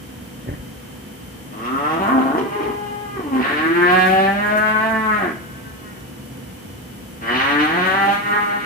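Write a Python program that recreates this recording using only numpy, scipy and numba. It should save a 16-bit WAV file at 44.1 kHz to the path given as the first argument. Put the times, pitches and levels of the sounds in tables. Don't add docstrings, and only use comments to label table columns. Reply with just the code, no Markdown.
import sys
import numpy as np
from scipy import signal
from scipy.fft import rfft, irfft, next_fast_len
from scipy.io import wavfile
from scipy.ndimage import uniform_filter1d, minimum_filter1d
from numba import njit

SR = 44100
rng = np.random.default_rng(int(sys.argv[2]) if len(sys.argv) > 2 else 0)


def wrap_up_sound(samples):
    columns = np.atleast_2d(samples).T
    tamed = np.clip(columns, -1, 1)
    steps = np.round(tamed * 32767).astype(np.int16)
    wavfile.write(sys.argv[1], SR, steps)


N = 381465
TIME = np.arange(N) / SR

# the boom, then the low, middle and high part of the blare [Hz].
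THROAT_EDGES_HZ = [140, 520, 950, 2300, 6500]


def from_db(db):
    return 10 ** (np.asarray(db) / 20)


def rms_one(x):
    return x / np.sqrt(np.mean(x ** 2) + 1e-20)


def in_time(rows, t):
    s, *columns = np.transpose(rows)
    return [np.interp(t, s, column) for column in columns]


def at_hz(points, hz):
    f, value = np.transpose(points)
    return np.interp(np.log(np.maximum(hz, 1)), np.log(f), value)


def shaped(x, gain_at):
    size = next_fast_len(x.shape[-1] + 4096)
    hz = np.arange(size // 2 + 1) * SR / size
    return irfft(rfft(x, size) * gain_at(hz), size)[..., :x.shape[-1]]


def band(x, low_hz, high_hz, order=2):
    edges_hz = [low_hz, min(high_hz, SR / 2 - 1)]
    return signal.sosfilt(signal.butter(order, edges_hz, "band", fs=SR, output="sos"), x)


def drift(rate, size):
    r = np.exp(-40 * np.pi * rate / SR)
    noise = rng.standard_normal(size // 20 + 2002)
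    slow = signal.lfilter([1], [1, -2 * r, r * r], noise)[2000:]
    return np.interp(np.arange(size) / 20, np.arange(len(slow)), rms_one(slow))


def stereo_noise(likeness, size):
    mid, side = rng.standard_normal((2, size))
    mid = shaped(mid, lambda hz: np.sqrt(1 + np.clip(at_hz(likeness, hz), -1, 1)))
    side = shaped(side, lambda hz: np.sqrt(1 - np.clip(at_hz(likeness, hz), -1, 1)))
    return np.array([mid + side, mid - side])


def late(x, lag_s):
    return np.interp(TIME - lag_s, TIME, x)


def background(air_db=-36, rumble_top_hz=140):
    # frequency in Hz, relative density in dB per Hz.
    air_colour = [(25, -38), (42, -15), (62, 1), (100, -3), (125, 0.3), (160, -5), (240, -1), (300, -7),
                  (400, -12), (490, -11), (560, -17), (900, -18), (1200, -21), (1800, -21), (2700, -24),
                  (3000, -21), (3900, -31), (12500, -30), (15400, -33)]
    # frequency in Hz, likeness 0-1.
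    air_likeness = [(60, 0.98), (150, 1), (380, 0.19), (950, 0.081), (2370, 0.027), (5940, 0.26),
                    (14900, 0.037)]
    # time in seconds, gain in dB.
    rumble_gain = [(0, -4), (7.6, -2.5), (8.2, -7), (8.65, -11)]
    air = shaped(stereo_noise(air_likeness, N), lambda hz: from_db(at_hz(air_colour, hz)))
    air = from_db(air_db) * rms_one(air)
    rumble = shaped(air, lambda hz: 1 / (1 + (hz / rumble_top_hz) ** 10))
    return air + rumble * (from_db(in_time(rumble_gain, TIME)[0]) - 1)


def machine():
    # mean frequency in Hz, level in dB rms.
    hum = [(129.2, -51.5), (258.4, -51.5), (495.3, -55.5), (10002, -82)]
    # time in seconds, mean frequency in Hz, level in dB rms.
    whine = [(0, 3100, -59), (1.5, 3075, -56.5), (3.0, 3085, -53.5), (5.6, 2930, -59.5), (8.65, 3145, -60)]
    whine_hz, whine_db = in_time(whine, TIME)
    lines = [(hz + 2.5 * drift(8, N), db) for hz, db in hum]
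    lines.append((whine_hz + 14 * drift(20, N), whine_db))
    return sum(np.sqrt(2) * from_db(db) * np.sin(2 * np.pi * np.cumsum(hz) / SR) for hz, db in lines)


def bump(scatter_db=4.0, pivot_hz=200, scuff_s=0.015, scuff_db=-21, scuff_hz=(1620, 1980), bass_cut_hz=42):
    # time in seconds, relative level in dB, hardness of the contact in dB per octave.
    contacts = [(0.462, -33, 2), (0.473, -26, 3), (0.481, -26, -1), (0.489, -21.5, 1), (0.513, -26, -6.5),
                (0.527, -29, -1), (0.537, -27, 0), (0.572, -37, -5), (0.595, -33.5, -8)]
    # frequency in Hz, relative level in dB, t60 in seconds.
    modes = [(66, -7, 0.077), (109, -5.5, 0.083), (165, -6, 0.053), (274, -3, 0.078), (365, -8, .027),
             (523, -6, 0.027), (830, -17, .015)]
    s, blow_db, hardness_db = np.transpose(contacts)

    def clicks(db):
        train = np.full(N, 1e-18)
        train[(s * SR).astype(int)] = from_db(db)
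        return train

    ringing = 0
    for hz, mode_db, t60 in modes:
        tilt_db = hardness_db * np.log2(hz / pivot_hz)
        blows = clicks(blow_db + mode_db + tilt_db + scatter_db * rng.standard_normal(len(s)))
        r, w = from_db(-60 / (t60 * SR)), 2 * np.pi * hz / SR
        ringing = ringing + signal.lfilter([0, np.sin(w)], [1, -2 * r * np.cos(w), r * r], blows)
    rubbing = signal.lfilter([1], [1, -np.exp(-1 / (scuff_s * SR))], clicks(blow_db + scuff_db))
    scuff = rubbing * rms_one(band(rng.standard_normal(N), *scuff_hz))
    return band(ringing, bass_cut_hz, 1100) + scuff


def vocal_folds(t, pitch, folds, rasp=0.93, flutter=0.94, jitter=.07, waver=0.00305, closing=.17):
    low_hz, top_hz = THROAT_EDGES_HZ[0], THROAT_EDGES_HZ[-1]
    rough, doubling = in_time(folds, t)
    pitch = pitch * (1 + jitter * rough * drift(72.4, len(t)) + waver * drift(11.8, len(t)))
    phase = 2 * np.pi * np.cumsum(pitch) / SR
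    pulses = rms_one(sum(np.cos(k * phase + closing * k * k) * np.clip(top_hz / pitch - k, 0, 1)
                         for k in range(1, 52)))
    puffs = rms_one(band(rng.standard_normal(len(t)), low_hz, top_hz) * (1 + np.cos(phase)))
    treble_puffs = 1.2 * band(puffs, 2600, top_hz)
    strength = 1 + 2 * doubling * np.cos(phase / 2)
    strength = strength * np.exp(flutter * rough * drift(59, len(t)))
    return strength * (pulses + rough * (rasp * puffs + treble_puffs))


def throat_db(colour, hz):
    # frequency in Hz, width in Hz, lift in dB.
    resonances = [(1083, 140, 9), (1700, 1100, -2.5), (2280, 38, 1), (2895, 260, 4), (3030, 190, 3),
                  (3770, 320, 4), (4270, 71, 5)]
    return at_hz(colour, hz) + sum(lift_db / (1 + (2 * (hz - centre) / width) ** 2)
                                   for centre, width, lift_db in resonances)


@njit
def ring_through(x, r, cosine):
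    y = np.zeros(len(x))
    for i in range(2, len(x)):
        y[i] = (1 - r * r) / 2 * (x[i] - x[i - 2]) + 2 * r * cosine[i] * y[i - 1] - r * r * y[i - 2]
    return y


def formant(x, hz, lift_db, width_hz):
    ring = ring_through(x, np.exp(-np.pi * width_hz / SR), np.cos(2 * np.pi * hz / SR))
    return x + (from_db(lift_db) - 1) * ring


def evened(x, even_s=0.073):
    return x / np.sqrt(np.abs(uniform_filter1d(x ** 2, int(even_s * SR))) + 1e-12)


def moo(pitch_curve, level_curve, mouth_curve, folds, colour, boom_db, blare_db,
        boom_shimmer_db=1.6, blare_shimmer_db=2.5, ramp_s=0.005):
    widths_hz = (85, 130)
    # low, middle, high region [dB per octave of pitch].
    slopes_db = [7, 3.5, -1]
    # low, middle, high [dB per dB].
    effort_shares = [0.057, 0.0, 0.052]
    during = (TIME >= level_curve[0][0]) & (TIME <= level_curve[-1][0])
    t = TIME[during]
    pitch, = in_time(pitch_curve, t)
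    boom_swell_db, blare_swell_db = in_time(level_curve, t)
    first_hz, first_db, second_hz, second_db, treble_db = in_time(mouth_curve, t)

    voice = shaped(vocal_folds(t, pitch, folds), lambda hz: from_db(throat_db(colour, hz)))
    voice = formant(voice, first_hz, first_db, widths_hz[0])
    voice = formant(voice, second_hz, second_db, widths_hz[1])
    boom, *regions = [shaped(voice, lambda hz: 1 / (1 + (hz / high) ** 20) - 1 / (1 + (hz / low) ** 20))
                      for low, high in zip(THROAT_EDGES_HZ, THROAT_EDGES_HZ[1:])]

    octaves = np.log2(pitch / pitch.mean())
    effort_db = blare_swell_db - np.median(blare_swell_db)
    blare = 0
    for region, open_db, slope_db, share in zip(regions, (0, 0, treble_db), slopes_db, effort_shares):
        shimmer_db = blare_shimmer_db * drift(12.0, len(t))
        blare = blare + region * from_db(open_db + slope_db * octaves + share * effort_db + shimmer_db)
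    boom_shimmer = boom_shimmer_db * drift(13.0, len(t))

    out = np.zeros(N)
    out[during] = evened(boom) * from_db(boom_db + boom_swell_db + boom_shimmer)
    out[during] += evened(blare) * from_db(blare_db + blare_swell_db)
    ramp_size = int(ramp_s * SR)
    return out * uniform_filter1d(minimum_filter1d(during * 1.0, ramp_size), ramp_size)


def opening():
    # time in seconds, pitch in Hz.
    pitch = [(1.52, 99.4), (1.78, 140.1), (2.0, 170.4)]
    # time in seconds, relative level of the boom in dB, of the blare in dB.
    level = [(1.52, -51, -43), (1.6, -36.5, -36), (1.66, -36, -29), (1.736, -25, -27), (1.85, -32, -23),
             (1.91, -29, -22.5), (1.95, -25.5, -24), (2.0, -36, -28)]
    # time in seconds, first resonance in Hz, its lift in dB,
    # second resonance in Hz, its lift in dB, treble in dB.
    mouth = [(1.6, 600, 7, 1230, 5, 8), (1.73, 650, 0, 1330, 15, 5), (1.8, 621.5, -3, 1290, 10, 2),
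             (1.89, 715, 13.5, 1400, 8.5, 6), (2.0, 780, 6, 1410, 4, -4)]
    # time in seconds, roughness 0-1, period doubling 0-1.
    folds = [(1.52, .1, .02), (1.7, .045, .02), (1.92, .045, .02), (2.0, .18, .1)]
    # frequency in Hz, relative level in dB.
    colour = [(120, -0.5), (265, 17.5), (330, 13.5), (440, 6), (570, -3.5), (780, -2.5), (930, -4.5),
              (1080, -3.5), (1330, 0), (1450, -11), (1600, -11), (1850, -8.5), (2130, -12), (2400, -24),
              (2720, -19), (3000, -34), (3300, -25), (4100, -42), (6500, -37)]
    return moo(pitch, level, mouth, folds, colour, boom_db=1.0, blare_db=-0.85)


def crack():
    # time in seconds, pitch in Hz.
    pitch = [(1.99, 190.2), (2.08, 211), (2.108, 261.8), (2.302, 271.1), (2.38, 349.4)]
    # time in seconds, relative level of the boom in dB, of the blare in dB.
    level = [(1.99, -19, -30), (2.074, -24, -25.5), (2.136, -7.5, -25), (2.274, -16, -30), (2.38, -15, -31)]
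    # time in seconds, first resonance in Hz, its lift in dB,
    # second resonance in Hz, its lift in dB, treble in dB.
    mouth = [(2.08, 674, 1, 1070, 3.8, 0), (2.2, 730, 5.6, 1360, 1, 0), (2.38, 808, 5.5, 1400, 1.2, 0.0052)]
    # time in seconds, roughness 0-1, period doubling 0-1.
    folds = [(1.99, .25, .1), (2.1, .32, .25), (2.27, .36, .4), (2.38, .55, .4)]
    # frequency in Hz, relative level in dB.
    colour = [(71, -51), (120, -24), (233, -14), (268, -10.5), (304, -14), (398, -22), (504, -27),
              (669, -9), (947, -15.5), (1060, -17), (1160, -19.5), (1430, -12.5), (1570, -21),
              (2150, -29.5), (5200, -60.5), (6760, -87), (11400, -120)]
    return moo(pitch, level, mouth, folds, colour, boom_db=-6.0, blare_db=4.5)


def falsetto():
    # time in seconds, pitch in Hz.
    pitch = [(2.37, 351.7), (2.42, 419.5), (2.44, 399.5), (2.516, 414), (3.09, 410.3), (3.166, 403.7),
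             (3.26, 289.8), (3.35, 259.3), (3.43, 249)]
    # time in seconds, relative level of the boom in dB, of the blare in dB.
    level = [(2.371, -26, -25.5), (2.426, -19.5, -35), (2.494, -30, -37), (2.528, -27.5, -30.5),
             (2.69, -20.5, -31), (2.77, -38.5, -34.5), (2.95, -36.5, -34.5), (3.061, -37.5, -38),
             (3.13, -33.5, -36.5), (3.17, -28, -38.5), (3.2, -29.5, -37), (3.27, -27.5, -41),
             (3.366, -14, -29), (3.4, -19, -34), (3.435, -25, -28)]
    # time in seconds, first resonance in Hz, its lift in dB,
    # second resonance in Hz, its lift in dB, treble in dB.
    mouth = [(2.5, 825, 1, 1240, 2, 0), (2.95, 830, 4, 1240, 0, 0), (3.15, 810, -4, 1240, 2, 1),
             (3.4, 720, 1, 1450, 5, 0)]
    # time in seconds, roughness 0-1, period doubling 0-1.
    folds = [(2.37, .55, .4), (2.46, .3, .3), (2.54, .22, .45), (2.64, .36, .45), (2.72, .3, .25),
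             (2.82, .11, .03), (3.13, .1, .03), (3.19, .6, .08), (3.32, .22, .2), (3.43, .3, .4)]
    # frequency in Hz, relative level in dB.
    colour = [(200, -11), (255, 17.5), (340, 6), (415, 7.5), (600, -7.5), (840, 0), (1060, -7),
              (1260, -12.5), (1680, -14), (2100, -16), (2500, -24), (2900, -28.5), (3700, -39), (6500, -46)]
    return moo(pitch, level, mouth, folds, colour, boom_db=0.0, blare_db=2.5)


def second_moo():
    # time in seconds, pitch in Hz.
    pitch = [(3.32, 125), (3.42, 132), (3.49, 141), (3.54, 149), (3.64, 160), (3.74, 170.5), (3.84, 176.5),
             (3.94, 184.5), (4.04, 186), (4.17, 191), (4.26, 195), (4.44, 208), (4.53, 212), (4.78, 216),
             (4.89, 222), (4.98, 220), (5.07, 216), (5.17, 209.5), (5.22, 196), (5.27, 170), (5.32, 148),
             (5.42, 125)]
    # time in seconds, relative level of the boom in dB, of the blare in dB.
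    level = [(3.32, -48, -42), (3.415, -27, -27), (3.432, -28, -19), (3.55, -24.5, -21),
             (3.65, -17.5, -18.5), (3.71, -17.5, -22.5), (3.85, -15, -13.5), (3.9, -23, -11.5),
             (3.95, -17, -8.5), (4.129, -17, -11.5), (4.259, -18, -11.5), (4.35, -22.5, -20.5),
             (4.51, -22.5, -14), (4.9, -25.5, -17), (5.02, -24.5, -19.5), (5.11, -24, -15.5),
             (5.281, -19.5, -21.5), (5.42, -53, -66)]
    # time in seconds, first resonance in Hz, its lift in dB,
    # second resonance in Hz, its lift in dB, treble in dB.
    mouth = [(3.45, 690, 1, 1870, 6.5, 4), (3.72, 690, -28, 1630, 1.9, -1.5), (3.919, 750, 7, 1600, 5.8, 4),
             (4.06, 713, 11, 1630, 12.6, 4.5), (4.27, 715, 22.5, 1780, 6.8, 9),
             (4.4, 644, 4, 1650, 2.5, 1.5), (4.55, 584, 11.5, 1490, 9.1, -5.5),
             (4.78, 766, 1, 1500, 5.3, 0.5), (4.9, 880, 10.5, 1540, 12, -1), (5.12, 854, -1, 1250, 6.6, -3),
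             (5.22, 705, 8, 1520, 3.2, -1.5), (5.34, 650, -5, 1600, 10, -9)]
    # time in seconds, roughness 0-1, period doubling 0-1.
    folds = [(3.42, .35, .2), (3.52, .22, .1), (3.58, .1, .04), (3.8, .065, .03), (4.0, .055, .02),
             (5.17, .055, .02), (5.21, .26, .35), (5.42, .4, .5)]
    # frequency in Hz, relative level in dB.
    colour = [(130, -24), (168, -12.5), (187, 8), (290, 1), (343, 7), (382, 2), (430, -3.5), (480, -14.5),
              (570, -3), (640, 0), (760, 2.5), (870, -4), (960, -13.5), (1080, -4.5), (1200, -7),
              (1300, -2.5), (1520, -2.5), (1750, -1), (1900, -6), (2100, -7.5), (2350, -12.5),
              (3000, -23.5), (4300, -32.5), (4900, -37), (6500, -49)]
    return moo(pitch, level, mouth, folds, colour, boom_db=-4.5, blare_db=-5.5, ramp_s=0.011)


def third_moo():
    # time in seconds, pitch in Hz.
    pitch = [(7.27, 114), (7.32, 122), (7.36, 126), (7.44, 138), (7.52, 144), (7.64, 152), (7.72, 162),
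             (7.76, 175), (7.8, 181), (7.88, 190), (7.96, 195), (8.04, 198.5), (8.12, 199.5), (8.2, 204),
             (8.28, 204.5), (8.36, 206.5), (8.48, 204), (8.55, 205.5), (8.6, 203.5), (8.65, 206)]
    # time in seconds, relative level of the boom in dB, of the blare in dB.
    level = [(7.21, -51, -39.5), (7.25, -47, -34.5), (7.288, -42.5, -26), (7.38, -33.5, -25.5),
             (7.404, -41.5, -23.5), (7.542, -27, -24), (7.65, -31.5, -24.5), (7.73, -33, -25.5),
             (7.85, -34.5, -23), (7.95, -40, -23.5), (8.104, -37.5, -19.5), (8.22, -47.5, -33),
             (8.322, -35.5, -21.5), (8.45, -42.5, -26.5), (8.55, -41.5, -24), (8.61, -42.5, -33.5),
             (8.65, -47, -34)]
    # time in seconds, first resonance in Hz, its lift in dB,
    # second resonance in Hz, its lift in dB, treble in dB.
    mouth = [(7.29, 645, 9, 1950, 1.1, 2), (7.42, 680, -12, 1470, 1.7, -1), (7.6, 780, 10.5, 1520, 3.9, 3),
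             (7.87, 720, 0.5, 1530, 6.9, 1), (8.1, 760, 17, 1370, 5.7, 4), (8.25, 800, 8, 1410, 7.3, 0),
             (8.42, 810, 8.5, 1250, 7.2, -3), (8.55, 820, 8.5, 1710, 4.3, -4.5),
             (8.65, 825, 0, 1480, 3.1, 9)]
    # time in seconds, roughness 0-1, period doubling 0-1.
    folds = [(7.21, .2, .08), (7.42, .1, .05), (7.66, .08, .04), (7.73, .24, .1), (7.8, .12, .05),
             (8.05, .14, .08), (8.15, .08, .03), (8.32, .15, .07), (8.44, .08, .03), (8.65, .09, .03)]
    # frequency in Hz, relative level in dB.
    colour = [(130, -5.5), (163, -4), (185, 6.5), (215, -4.5), (290, 17), (345, 2), (410, 3), (480, -5.5),
              (620, -6), (800, -1.5), (930, -4), (1085, -10.5), (1160, -3), (1400, -3), (1900, -2.5),
              (2600, -16), (3050, -21.5), (3300, -22), (3700, -26), (4260, -28), (4700, -35), (5300, -41),
              (6500, -32)]
    return moo(pitch, level, mouth, folds, colour, boom_db=9.0, blare_db=1.65)


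def squealing(voice):
    # frequency in Hz, width in Hz.
    squeal_resonances = [(2980, 70), (4900, 84)]
    # time in seconds, lift in dB.
    squeal_lift = [(7.22, -6), (7.27, 18.5), (7.35, 7), (7.42, 0)]
    lift_db, = in_time(squeal_lift, TIME)
    for hz, width_hz in squeal_resonances:
        voice = formant(voice, np.full(N, hz), lift_db, width_hz)
    return voice


def cow(hiss_db=-34.0, hiss_flicker_db=4.5):
    voice = opening() + crack() + falsetto() + second_moo() + third_moo()
    effort = np.sqrt(np.abs(uniform_filter1d(band(voice, 870, 5000) ** 2, size=2000)))
    hiss = rms_one(band(rng.standard_normal(N), 5200, 15000))
    hiss_gain = from_db(hiss_db + hiss_flicker_db * drift(52, N))
    return squealing(voice) + hiss_gain * effort * hiss


def smoothed_colour(echo, fine_size=30, broad_size=240):
    spectrum = rfft(echo)
    fine, broad = [uniform_filter1d(np.abs(spectrum) ** 2, size) for size in (fine_size, broad_size)]
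    return irfft(spectrum * np.sqrt(np.abs(broad) / (np.abs(fine) + 1e-9)), echo.shape[-1])


def barn(x, first_echo_s=0.0071, early_db=10.5, early_t60_s=.09):
    # frequency in Hz, relative level in dB.
    echo_colour = [(300, -11.5), (430, -3), (700, -5), (1000, -2.2), (1500, 1.47)]
    # frequency in Hz, t60 in seconds.
    tail_t60 = [(150, 0.84), (1000, 0.33), (5000, 0.57)]
    # frequency in Hz, likeness 0-1.
    echo_likeness = [(150, 0.33), (350, 0.87), (700, 1), (1090, 0.62), (1500, .02)]
    t = TIME[:SR * 3 // 4]
    noise, tail = stereo_noise(echo_likeness, len(t)), 0
    for hz in 62.5 * 2 ** np.arange(9):
        octave = shaped(noise, lambda f: np.clip(1 - np.abs(np.log2((f + 1) / hz)), 0, 1))
        slow_decay = from_db(-60 * t / at_hz(tail_t60, hz))
        fast_decay = from_db(early_db - 60 * t / early_t60_s)
        decay = (slow_decay + fast_decay) * (t > first_echo_s)
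        tail = tail + octave * decay / np.linalg.norm(decay)
    x = shaped(x, lambda hz: from_db(at_hz(echo_colour, hz)))
    return signal.fftconvolve(x[None], smoothed_colour(tail), axes=1)[:, :N]


def scene(direct_db=0.0, right_lag_s=18 / SR, left_lag_s=22 / SR):
    voice, knock = cow(), bump()
    direct = from_db(direct_db) * np.array([voice, late(voice, right_lag_s)])
    left, right = knock + background()
    nearby = np.array([late(left, left_lag_s), right])
    return direct + barn(voice + .5 * knock) + nearby + machine()


def record(dry, cutoff_hz=15500):
    return shaped(dry, lambda hz: np.clip((cutoff_hz - hz) / 200, 0, 1))


dry = scene()
out = record(dry)
wrap_up_sound(out)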